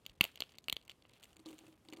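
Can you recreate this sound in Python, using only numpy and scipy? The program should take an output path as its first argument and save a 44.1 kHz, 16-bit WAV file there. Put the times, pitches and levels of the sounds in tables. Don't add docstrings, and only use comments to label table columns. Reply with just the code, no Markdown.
import sys
import numpy as np
from scipy import signal
from scipy.fft import rfft, irfft
from scipy.io import wavfile
from scipy.ndimage import uniform_filter1d

SR = 44100
rng = np.random.default_rng(int(sys.argv[2]) if len(sys.argv) > 2 else 0)


def store_pcm(level_fs):
    pcm = np.round(np.clip(level_fs, -1, 1) * 32767).astype(np.int16)
    wavfile.write(sys.argv[1], SR, np.atleast_2d(pcm).T)


def field_ratio(decibels):
    return 10 ** (np.asarray(decibels, dtype=float) / 20)


N = 88200


def band_pass(x, lo_hz, hi_hz):
    sos = signal.butter(2, [lo_hz, min(hi_hz, 0.45 * SR)], "band", fs=SR, output="sos")
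    return signal.sosfilt(sos, x)


def add(out, start_s, sound):
    i = int(start_s * SR)
    out[i:i + len(sound)] += sound[:max(N - i, 0)]


def ring(hz, t60_s, rise_s, size=600, phase=0.0):
    t = np.arange(size) / SR
    decay = np.exp(-np.log(1000) * t / t60_s)
    return np.sin(2 * np.pi * hz * t + phase) * decay * (1 - np.exp(-t / rise_s))


# [f/Hz, density/dB per Hz]
ROOM_SPECTRUM = [(55, -6), (100, -7), (317, -14.5), (416, -15.5), (818, -23.5), (1070, -23.5),
                 (1440, -29.5), (11300, -38.5), (16000, -43)]


def room_noise():
    level_db = -69
    hz = np.fft.rfftfreq(N, 1 / SR)
    shape_hz, shape_db = np.array(ROOM_SPECTRUM).T
    gain = field_ratio(np.interp(np.log(hz + 1), np.log(shape_hz), shape_db))
    noise = irfft(rfft(rng.standard_normal((2, N))) * gain, N)
    noise = signal.sosfilt(signal.butter(6, 14500, fs=SR, output="sos"), noise)
    return noise * field_ratio(level_db) / noise.std()


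# [t/s, table ring level/dB, tick level/dB re ring, tick f/Hz]
BIT_LANDINGS = [(1.359, -59.5, 2.5, 1480), (1.3931, -51, 0, 3430), (1.459, -41, -0.5, 3900),
                (1.465, -49.5, 2, 3920), (1.481, -46.5, -0.5, 2860), (1.502, -44, -24.5, 3500),
                (1.5283, -45, -1, 2500), (1.545, -54.5, -6, 2300), (1.581, -58, 0, 2980),
                (1.609, -52.5, -8, 2620), (1.636, -50, -8.5, 2080), (1.666, -57.5, 7, 2620),
                (1.679, -49.5, -8, 2420), (1.726, -57.5, 0, 3170), (1.85, -59, 3, 2330),
                (1.886, -46.5, 4.5, 3740), (1.925, -39.5, -2.5, 2620), (1.9327, -50.5, 11, 2330),
                (1.946, -47, -22, 2010), (1.964, -67, 11.5, 3620), (1.97, -47, 1, 3230),
                (1.985, -45.5, -10, 1980), (1.998, -60, 9, 3500)]
# [f/Hz, level/dB, t60/s]
TABLE_MODES = [(316.8, -1, .12), (259, -9, 0.058), (382, -4, 0.042), (508, -9, 0.046), (760, -9.5, 0.033),
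               (967, -14, 0.043), (1202, -16.5, .04)]


def table():
    wood, ticks = np.zeros(N), np.zeros(N)
    for start_s, db, tick_db, tick_hz in BIT_LANDINGS:
        for hz, mode_db, t60_s in TABLE_MODES:
            level_wobble, pitch_wobble = rng.standard_normal(2)
            mode_level = db + mode_db + 2 * level_wobble * (mode_db < -3)
            mode = ring(hz * (1 + pitch_wobble / 200), t60_s, 0.003, size=9000)
            add(wood, start_s, field_ratio(mode_level) * mode)
        tick = crack(db + tick_db - 0.5, tick_hz, treble_db=-13, air_db=-9)
        add(ticks, start_s + 0.00051, tick)
    return wood, ticks


# [t/s, level/dB]
SQUEEZE = [(0, -81.5), (.09, -70.5), (0.192, -79), (.23, -45.5), (0.331, -69), (.44, -66), (.56, -73),
           (.65, -90), (.9, -72), (0.999, -83.5), (1.15, -66), (1.242, -70), (1.433, -80), (1.47, -63),
           (1.601, -68.5), (1.7, -69.5), (1.8, -84), (1.941, -70)]
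# [f/Hz, width/Hz, level/dB]
BLOCK_BANDS = [(698, 650, -2.5), (1403, 630, -6.5), (2347, 1400, -1.5), (3000, 1100, 2.5),
               (3900, 1100, -3.5), (7530, 7600, -6), (11500, 9400, -8)]


def crumbs():
    crumbs_per_s, clumps_per_s, clump_db = 2400, 110, 2.5
    scatter_db, cap_db, level_db = 3, 9, 8
    loose_s, loose_db = 1.2, 6

    gaps, scatter = -np.log(1 - rng.random((9000, 2))).T
    times = np.cumsum(gaps) / crumbs_per_s
    heard = times < N / SR
    index = (times[heard] * SR).astype(int)

    def clump():
        return clump_db * np.interp(times * clumps_per_s, np.arange(999), rng.standard_normal(999))

    db = np.interp(times, *np.array(SQUEEZE).T) + clump() + level_db
    db = db + np.minimum(scatter_db * scatter, cap_db)
    out = np.zeros(N)
    for hz, width, band_db in BLOCK_BANDS:
        far_from_ring = abs(np.log(hz / 3000)) > 0.5
        loose = loose_db * (times > loose_s) * far_from_ring
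        strength = field_ratio(db + band_db + clump() + loose) * rng.standard_normal(len(times))
        clicks = np.zeros(N)
        np.add.at(clicks, index, strength[heard])
        out += band_pass(clicks, hz - width / 2, hz + width / 2) * np.sqrt(SR / width)
    return out / np.sqrt(20)


JOLT_TIMES = [.2097, .2098, .241, .405, .422, .684, .699, .729, .095, .767, .2113, .2105]
# [peak level/dB, f/Hz, t60/s]
JOLT_RINGS = [(-34, 193, 0.044), (-23.5, 304, 0.013), (-41.5, 670, 0.035), (-48.5, 444, 0.025),
              (-50.5, 430, 0.021), (-53, 330, 0.018), (-58, 960, 0.025), (-31.5, 43, 0.02),
              (-46.5, 38, 0.092), (-40.5, 620, 0.0046), (-25.5, 1000, .009), (-41.5, 144, 0.026)]


def jolts():
    out = np.zeros(N)
    for start_s, (db, hz, t60_s) in zip(JOLT_TIMES, JOLT_RINGS):
        add(out, start_s, field_ratio(db) * ring(hz, t60_s, 0.00045, size=5000))
    return out


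def crack(db, hz, treble_db, air_db=0.0):
    rise_s, ring_t60_s, body_t60_s, body_hz = 0.00017, 0.0084, 0.003, 737
    upper_phase, _, overtone_shift = rng.random(3) * 2 * np.pi
    spit_noise, after_noise = rng.standard_normal((2, 600))
    rough = np.clip(-(db + 30) / 20, 0, 1)

    def fade(t60_s):
        return ring(0, t60_s, rise_s, phase=np.pi / 2)

    click = (2.6 - rough) * ring(hz, 0.003 * (1 + (db > -16)), 0.0003, phase=np.pi)
    upper = field_ratio(-13) * ring(4400, ring_t60_s, rise_s, phase=upper_phase)
    after = 3 * band_pass(after_noise, 0.54 * hz, 1.35 * hz)
    after = field_ratio(-16 + 6.1 * rough) * after * fade((1.01 + rough) * ring_t60_s)
    knock = ring(body_hz, body_t60_s, rise_s)
    knock = knock + ring(body_hz * (2.4 + overtone_shift / 20), body_t60_s, rise_s)

    air_gain = field_ratio(1 - 9 * rough + air_db + 3 * (db > -18))
    spit = band_pass(spit_noise, 6500, 9500) + air_gain * band_pass(spit_noise, 9500, 14500)
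    spit = spit * fade(0.007)
    tone = click + upper + after + field_ratio(-9.5) * knock
    return field_ratio(db + 2.5) * (tone + field_ratio(treble_db + 9.5) * spit)


# [t/s, peak level/dB, ring f/Hz, treble level/dB re ring]
SNAPS = [(0.0524, -48.5, 3000, -21), (0.063, -34, 3230, -12), (0.0954, -47.5, 3260, -13.5),
         (0.2088, -11, 2670, -31), (0.2397, -21.5, 3000, -12.5), (0.2505, -29.5, 2680, -19),
         (0.315, -53.5, 3260, -13), (0.3565, -41, 3050, -11), (0.374, -41.5, 3150, -29),
         (0.4036, -34, 3570, -6.5), (0.4207, -23, 3180, -53), (0.436, -40.5, 2960, -27),
         (0.4919, -48.5, 3300, -32), (0.5197, -52.5, 3070, -12), (0.5838, -36, 3900, -18),
         (0.6408, -50, 3000, -11), (0.6584, -67, 2870, -7), (0.683, -23, 2690, -22),
         (0.6968, -34, 3900, -5), (0.725, -28, 2700, -12), (0.7659, -27, 3240, -27),
         (0.2175, -37, 2700, -30), (.2235, -56, 2680, -14), (0.5382, -54, 3220, -31),
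         (0.5437, -44, 3000, -42), (0.553, -52, 3130, -17), (0.569, -55, 3080, -26),
         (0.6918, -46, 2500, -19), (0.7497, -63, 2720, -45),
         (0.8131, -53, 2740, -16), (0.8255, -57, 3000, -10), (0.8508, -58.5, 2060, -3),
               (0.8779, -46, 2710, -13.5), (0.8954, -35, 3130, -25), (0.902, -45.5, 3440, -17),
               (0.9105, -45.5, 2980, -24.5), (0.9155, -44, 2930, -19), (1.022, -48, 2950, -43.5),
               (1.0512, -40, 2910, -50), (1.0934, -59, 4140, -7.5), (1.0956, -53, 3130, -34),
               (1.119, -55, 3025, -28.5), (1.1344, -49.5, 3540, -15), (1.1974, -63.5, 3680, -4.5),
               (1.2278, -48.5, 2790, -6), (1.2357, -44, 3240, -8.5), (1.2535, -50.5, 2330, -11.5),
               (1.2886, -66.5, 3440, -11.5), (1.3296, -52.5, 2200, -10), (1.3665, -46.5, 2280, -11.5),
               (1.5883, -45.5, 3060, -11), (1.399, -56, 2700, -6), (1.4868, -49.5, 3000, -3),
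               (1.494, -55, 3000, -6), (1.512, -67, 4500, 4.5), (1.582, -55, 2500, -2),
               (1.605, -59, 2880, -18), (1.9, -59, 5500, -3.5), (1.9345, -36, 2230, -21),
               (1.938, -46, 2270, -29), (1.6474, -59, 2330, -28),
         (.2097, -16.5, 2420, -13.5), (0.2111, -19, 3130, -24.5), (0.2165, -51, 2600, -29.5),
                   (0.2285, -59, 2900, -22.5), (0.2344, -41, 3430, -22), (0.4046, -25, 4330, -35),
                   (0.4079, -31, 3000, -7), (0.407, -55, 3060, -12), (0.6975, -24.5, 3120, -24),
                   (0.726, -21.5, 3335, -22.5), (1.241, -51.5, 2500, -1)]


def snaps():
    delay_s = 0.0007
    out = np.zeros(N)
    for start_s, db, hz, treble_db in SNAPS:
        add(out, start_s + delay_s, crack(db, hz, treble_db))
    return out


def reflections(dry):
    t = np.arange(20000) / SR

    def tail(db, t60_s, hi_hz):
        return field_ratio(db - 60 * t / t60_s) * band_pass(rng.standard_normal(len(t)), 430, hi_hz)

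    nearby, room = tail(-20.5, 0.0087, 16000), tail(-51.5, 0.2, 17000)
    return signal.fftconvolve(dry, nearby + room)[:N]


def scene():
    wood, ticks = table()
    dry = snaps() + jolts() + ticks
    wet = reflections(dry)
    room_mid, room_side = room_noise()
    near = dry + wet + wood + crumbs()
    smeared = signal.fftconvolve(near, rng.standard_normal(60) / 8)[:N]
    low = np.roll(band_pass(near, 40, 900), 40)
    side = field_ratio(-22.5) * room_side + field_ratio(-41.5) * smeared + field_ratio(-38.5) * low
    return near + room_mid + side * np.array([[1], [-1]])


TREBLE_GAPS = [.125, .148, .17, .196, .385, .41, .545, .568, .615, .69, .708, .753, .82, .845, .868, .888,
               1.03, 1.053, 1.077, 1.101, 1.124, 1.193, 1.216, 1.355, 1.378, 1.448, 1.75, 1.773, 1.912,
               1.958]


def treble_dropouts(x):
    gap_s, split_hz, dip_db = 0.0074, 2500, -20
    t = np.arange(N) / SR
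    lost = sum(1.0 * (abs(t - s) < gap_s / 2) for s in TREBLE_GAPS)
    lost = uniform_filter1d(lost, size=90)
    top = signal.sosfiltfilt(signal.butter(3, split_hz, "high", fs=SR, output="sos"), x)
    return x - top * lost * (1 - field_ratio(dip_db))


def top_cut(x):
    return signal.sosfilt(signal.butter(12, 16970, fs=SR, output="sos"), x)


def record(dry):
    x = np.tanh(2 * dry) / 2
    x = signal.sosfilt(signal.butter(2, 70, "high", fs=SR, output="sos"), x)
    x = treble_dropouts(x)
    x = signal.sosfilt(signal.ellip(8, 0.2, 60, 16100, fs=SR, output="sos"), x)
    return top_cut(x)


dry = scene()
out = record(dry)
store_pcm(out)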